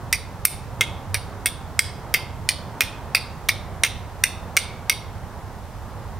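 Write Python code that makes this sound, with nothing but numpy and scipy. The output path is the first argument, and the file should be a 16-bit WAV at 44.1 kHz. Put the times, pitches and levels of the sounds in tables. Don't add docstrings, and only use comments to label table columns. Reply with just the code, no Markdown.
import sys
import numpy as np
from scipy import signal
from scipy.fft import rfft, irfft, next_fast_len
from scipy.io import wavfile
from scipy.ndimage import uniform_filter1d, minimum_filter1d, map_coordinates

SR = 44100
rng = np.random.default_rng(int(sys.argv[2]) if len(sys.argv) > 2 else 0)


def elevation(decibels):
    levels = np.asarray(decibels, float)
    return 10 ** (levels / 20)


def bounce(signal):
    frames = np.transpose(np.atleast_2d(signal))
    limited = np.clip(frames, -1, 1)
    pcm = np.round(limited * 32767).astype(np.int16)
    wavfile.write(sys.argv[1], SR, pcm)


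N = 273287


def unit(x):
    return x / np.sqrt(np.mean(x ** 2) + 1e-20)


def along(points, hz):
    f, v = np.transpose(points)
    return np.interp(np.log(hz + 1), np.log(f + 1), v)


def filtered(x, response):
    m = next_fast_len(x.shape[-1] + 8192)
    spectrum = rfft(x, m) * response(np.fft.rfftfreq(m, 1 / SR))
    return irfft(spectrum, m)[..., :x.shape[-1]]


def wobble(rate):
    knots = rng.standard_normal(int(N * rate / SR) + 4)
    return map_coordinates(knots, [np.arange(N) * rate / SR])


def rush(gain, alike):
    def mid_side(hz):
        turn = np.arccos(np.clip(along(alike, hz), -1, 1)) / 2
        return gain(hz) * [np.cos(turn), np.sin(turn)]

    mid, side = filtered(rng.standard_normal((2, N)), mid_side)
    return unit(np.array([mid + side, mid - side]))


def traffic():
    # f/Hz, relative level per Hz/dB
    road_tone = [(12, -61), (20, -6), (97, 4), (123, -3), (156, -6), (311, -19), (459, -18), (677, -18),
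                 (738, -17), (917, -16.5), (2040, -31.5), (2420, -40.5), (3500, -45.5), (4550, -59.5),
                 (7700, -120)]
    # t/s, level/dB
    rumble_swell = [(0.0, -34), (1.09, -33.5), (1.49, -35), (4.37, -34.5), (4.77, -36.5), (5.57, -36),
                    (6.1, -34)]
    # f/Hz, correlation
    road_likeness = [(40, 0.94), (130, 1), (300, 0.92), (700, 0.97), (1400, 0.93), (3000, 0.74)]
    low = lambda hz: 1 / (1 + (hz / 240) ** 6)
    rumble = rush(lambda hz: elevation(along(road_tone, hz)) * np.sqrt(low(hz)), road_likeness)
    tyres = rush(lambda hz: elevation(along(road_tone, hz)) * np.sqrt(1 - low(hz)), road_likeness)
    s, swell_db = np.transpose(rumble_swell)
    rumble_db = np.interp(np.arange(N) / SR, s, swell_db) + 0.8 * wobble(5)
    tyres_db = -40 + 0.94 * wobble(5.3)
    return elevation(rumble_db) * rumble + elevation(tyres_db) * tyres


def hiss():
    # f/Hz, relative level per Hz/dB
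    hiss_tone = [(1470, -4.5), (2500, -4.5), (2720, -5.5), (3130, -6), (5650, -7.5), (6650, -9.5),
                 (16000, -14.5)]
    likeness = [(3000, 0.49), (15000, 0.0494)]  # f/Hz, left-right correlation
    noise = rush(lambda hz: elevation(along(hiss_tone, hz)) * (hz < 15800), likeness)
    return elevation(-51.5) * noise


def modes(table, force, scatter_db=2.0):
    gain = elevation(scatter_db * rng.standard_normal(len(table)))

    def body(hz):
        total = 0
        for k, (centre, width, db) in enumerate(table):
            damping = 1j * hz * width
            resonance = damping / (centre * centre - hz * hz + damping)
            total = total + (-1) ** k * gain[k] * elevation(db) * resonance
        return total

    ring = filtered(force, body)
    return ring / np.sqrt(2 * np.mean(ring[:3 * SR // 1000] ** 2))


def contact_force(t):
    bite_db, bite_t60_s = -21.5, 0.005
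    scrape_db, scrape_t60_s = -28, 0.025
    grain_scatter_db = 4.5
    grit = rng.standard_normal(len(t)) * elevation(grain_scatter_db * rng.standard_normal(len(t)))
    bite = elevation(bite_db - 60 * t / bite_t60_s)
    scrape = elevation(scrape_db - 60 * t / scrape_t60_s)
    return (t < 1 / SR) + grit * (bite + scrape)


def strikes():
    # f/Hz, width/Hz, relative level/dB
    steel_low = [(3116, 360, -1.5), (3710, 410, -0.5), (4490, 450, -1.5), (4740, 254, 3.5),
                 (5540, 780, 0.5), (5690, 270, 6), (6096, 170, -6.5)]
    steel_mid = [(8110, 1120, -10.5), (8830, 270, 3.5), (9150, 490, -0.5), (9550, 336, 4),
                 (10190, 1400, -16)]
    steel_top = [(12460, 770, -15), (13000, 590, -12), (13610, 280, 1), (14600, 700, -22.5)]
    # f/Hz, width/Hz, relative level/dB
    palm_knock = [(590, 670, 0), (1047, 470, -5.5), (1546, 600, 6.5)]
    bright_clack = [(1917, 470, -15.5), (2067, 182, -0.5), (2150, 210, 0.5), (2365, 186, 0),
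                    (2470, 250, -3.5), (2785, 260, -11)]
    # t/s, clack level/dB, low steel level/dB, middle steel level/dB, top steel level/dB
    full_blows = [(0.1272, -13, -13, -13, -18.5), (0.4524, -10, -11, -3.5, -3.5),
                  (0.8095, -9.5, -13, -19, -26.5), (1.1437, -16.5, -16.5, -16, -24),
                  (1.4588, -15, -18.5, -11, -23), (1.7921, -8, -7, -10, -33),
                  (2.1401, -15, -11, -17, -16.5), (2.4894, -11.5, -9.5, -13.5, -33),
                  (2.8072, -8.5, -11.5, -15.5, -13.5), (3.1484, -7.5, -10.5, -16, -36.5),
                  (3.4901, -9, -13.5, -18.5, -23.5), (3.8354, -7, -9.5, -12, -41),
                  (4.238, -7.5, -9.5, -10.5, -16), (4.5717, -4.5, -9.5, -11.5, -27.5),
                  (4.8966, -14, -10.5, -14, -16)]
    # t/s, clack level/dB, low steel level/dB
    edge_grazes = [(0.1338, -18.5, -24), (0.4499, -46, -29), (0.8166, -16, -30), (1.1505, -18.5, -26),
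                   (1.468, -24, -19), (1.7945, -22, -21), (1.8008, -26, -26.5), (2.1454, -7, -18),
                   (2.496, -25, -22), (2.818, -13.5, -18.5), (3.1544, -29.5, -15), (3.487, -25, -16.5),
                   (3.848, -15, -16), (4.2369, -19.5, -23), (4.5674, -12, -11.5), (4.899, -13, -19)]
    t = np.arange(SR // 10) / SR
    out = np.zeros(N + SR)
    grazes = [(s, stone_db, db, db - 7, db - 5.5 ) for s, stone_db, db in edge_grazes]
    for s, stone_db, low_db, mid_db, top_db in full_blows + grazes:
        force = contact_force(t)
        stone = elevation(-12.5) * modes(palm_knock, force) + modes(bright_clack, force)
        blow = elevation(stone_db) * stone
        blow += elevation(low_db) * modes(steel_low, force)
        blow += elevation(mid_db) * modes(steel_mid, force)
        blow += elevation(top_db) * modes(steel_top, force)
        blow += elevation(-0.5) * np.hypot(elevation(low_db), elevation(mid_db)) * force
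        out[round(s * SR):][:len(t)] += blow
    return out[:N]


def walls(x):
    # t/s, level/dB
    near_echoes = [(.0035, -25), (.0075, -27), (0.013, -31), (.0185, -29), (0.028, -33)]
    t = np.arange(SR // 16) / SR
    out = np.zeros(N + SR)
    step = SR // 3
    for i in range(0, N, step):
        answer = rng.standard_normal(len(t)) * elevation(-29.5 - 60 * t / 0.062)
        for s, db in near_echoes:
            smear = elevation(db - 60 * np.abs(t - s) / 0.0048)
            answer += smear * rng.standard_normal(len(t)) * (t >= s)
        wet = signal.fftconvolve(x[i:i + step], answer)
        out[i:][:len(wet)] += wet
    return out[:N]


def yard(x):
    # f/Hz, t60/s
    yard_decay = [(800, .3), (2200, 0.64), (3600, 0.45), (6000, 0.39), (9500, 0.28), (14000, 0.18)]
    # f/Hz, relative level/dB
    tail_colour = [(1000, 3), (2300, -6.5), (3600, 9), (6000, -3), (10000, 3), (14000, 0), (15500, -18)]
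    out = np.zeros((2, N + 2 * SR))
    step = SR // 3
    far = round(0.014 * SR)
    for i in range(0, N, step):
        hz, t, z = signal.stft(rng.standard_normal((2, SR // 2)), SR, nperseg=256)
        tail_db = along(tail_colour, hz)[:, None] - 60 * t / along(yard_decay, hz)[:, None]
        mid, side = signal.istft(z * elevation(tail_db), SR, nperseg=256)[1]
        side = filtered(side, lambda f: np.clip(f / 10000, 0.2, 0.7))
        tail = mid + np.array([1, -1])[:, None] * side
        tail = tail / np.linalg.norm(tail[0])
        wet = signal.fftconvolve(x[None, i:i + step], tail, axes=1)
        out[:, i + far:][:, :wet.shape[1]] += wet
    return out[:, :N]


def scene():
    hits = strikes()
    return hits + walls(hits) + elevation(-14) * yard(hits) + traffic()


def ports(hz, vent_hz, lag, roll_hz):
    # f/Hz, left-minus-right level/dB
    port_lean = [(300, -2), (2400, -1.83), (8000, -2.1)]
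    left = 1j * hz / (vent_hz + 1j * hz) * np.exp(-2j * np.pi * hz * lag)
    treble = 1 / (1 - (hz / roll_hz) ** 2 + 1.2j * hz / roll_hz) ** 2
    balance = elevation(np.outer([0.5, -0.5], along(port_lean, hz)))
    return treble * balance * [left, np.ones_like(hz)]


def limiter(x, ceiling_db, attack, hold, release_db):
    over = np.maximum(0, 20 * np.log10(np.abs(x).max(0) + 1e-9) - ceiling_db)
    size = round(hold * SR)
    held = -minimum_filter1d(-over, size, origin=(size - 1) // 2)
    climb = release_db * np.arange(N) / SR
    cut_db = np.maximum.accumulate(held + climb) - climb
    size = round(attack * SR)
    return x * elevation(-uniform_filter1d(cut_db, size, origin=(size - 1) // 2))


def roll_off(x):
    return signal.sosfilt(signal.butter(12, 16500, fs=SR, output="sos"), x)


def record(dry):
    x = filtered(dry, lambda hz: ports(hz, vent_hz=75, lag=6e-6, roll_hz=15600))
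    x = x + hiss()
    x = limiter(x, ceiling_db=-0.5, attack=0.0037, hold=0.011, release_db=160.5)
    mix = np.clip(x, -1, 1)
    return roll_off(mix)


dry = scene()
out = record(dry)
bounce(out)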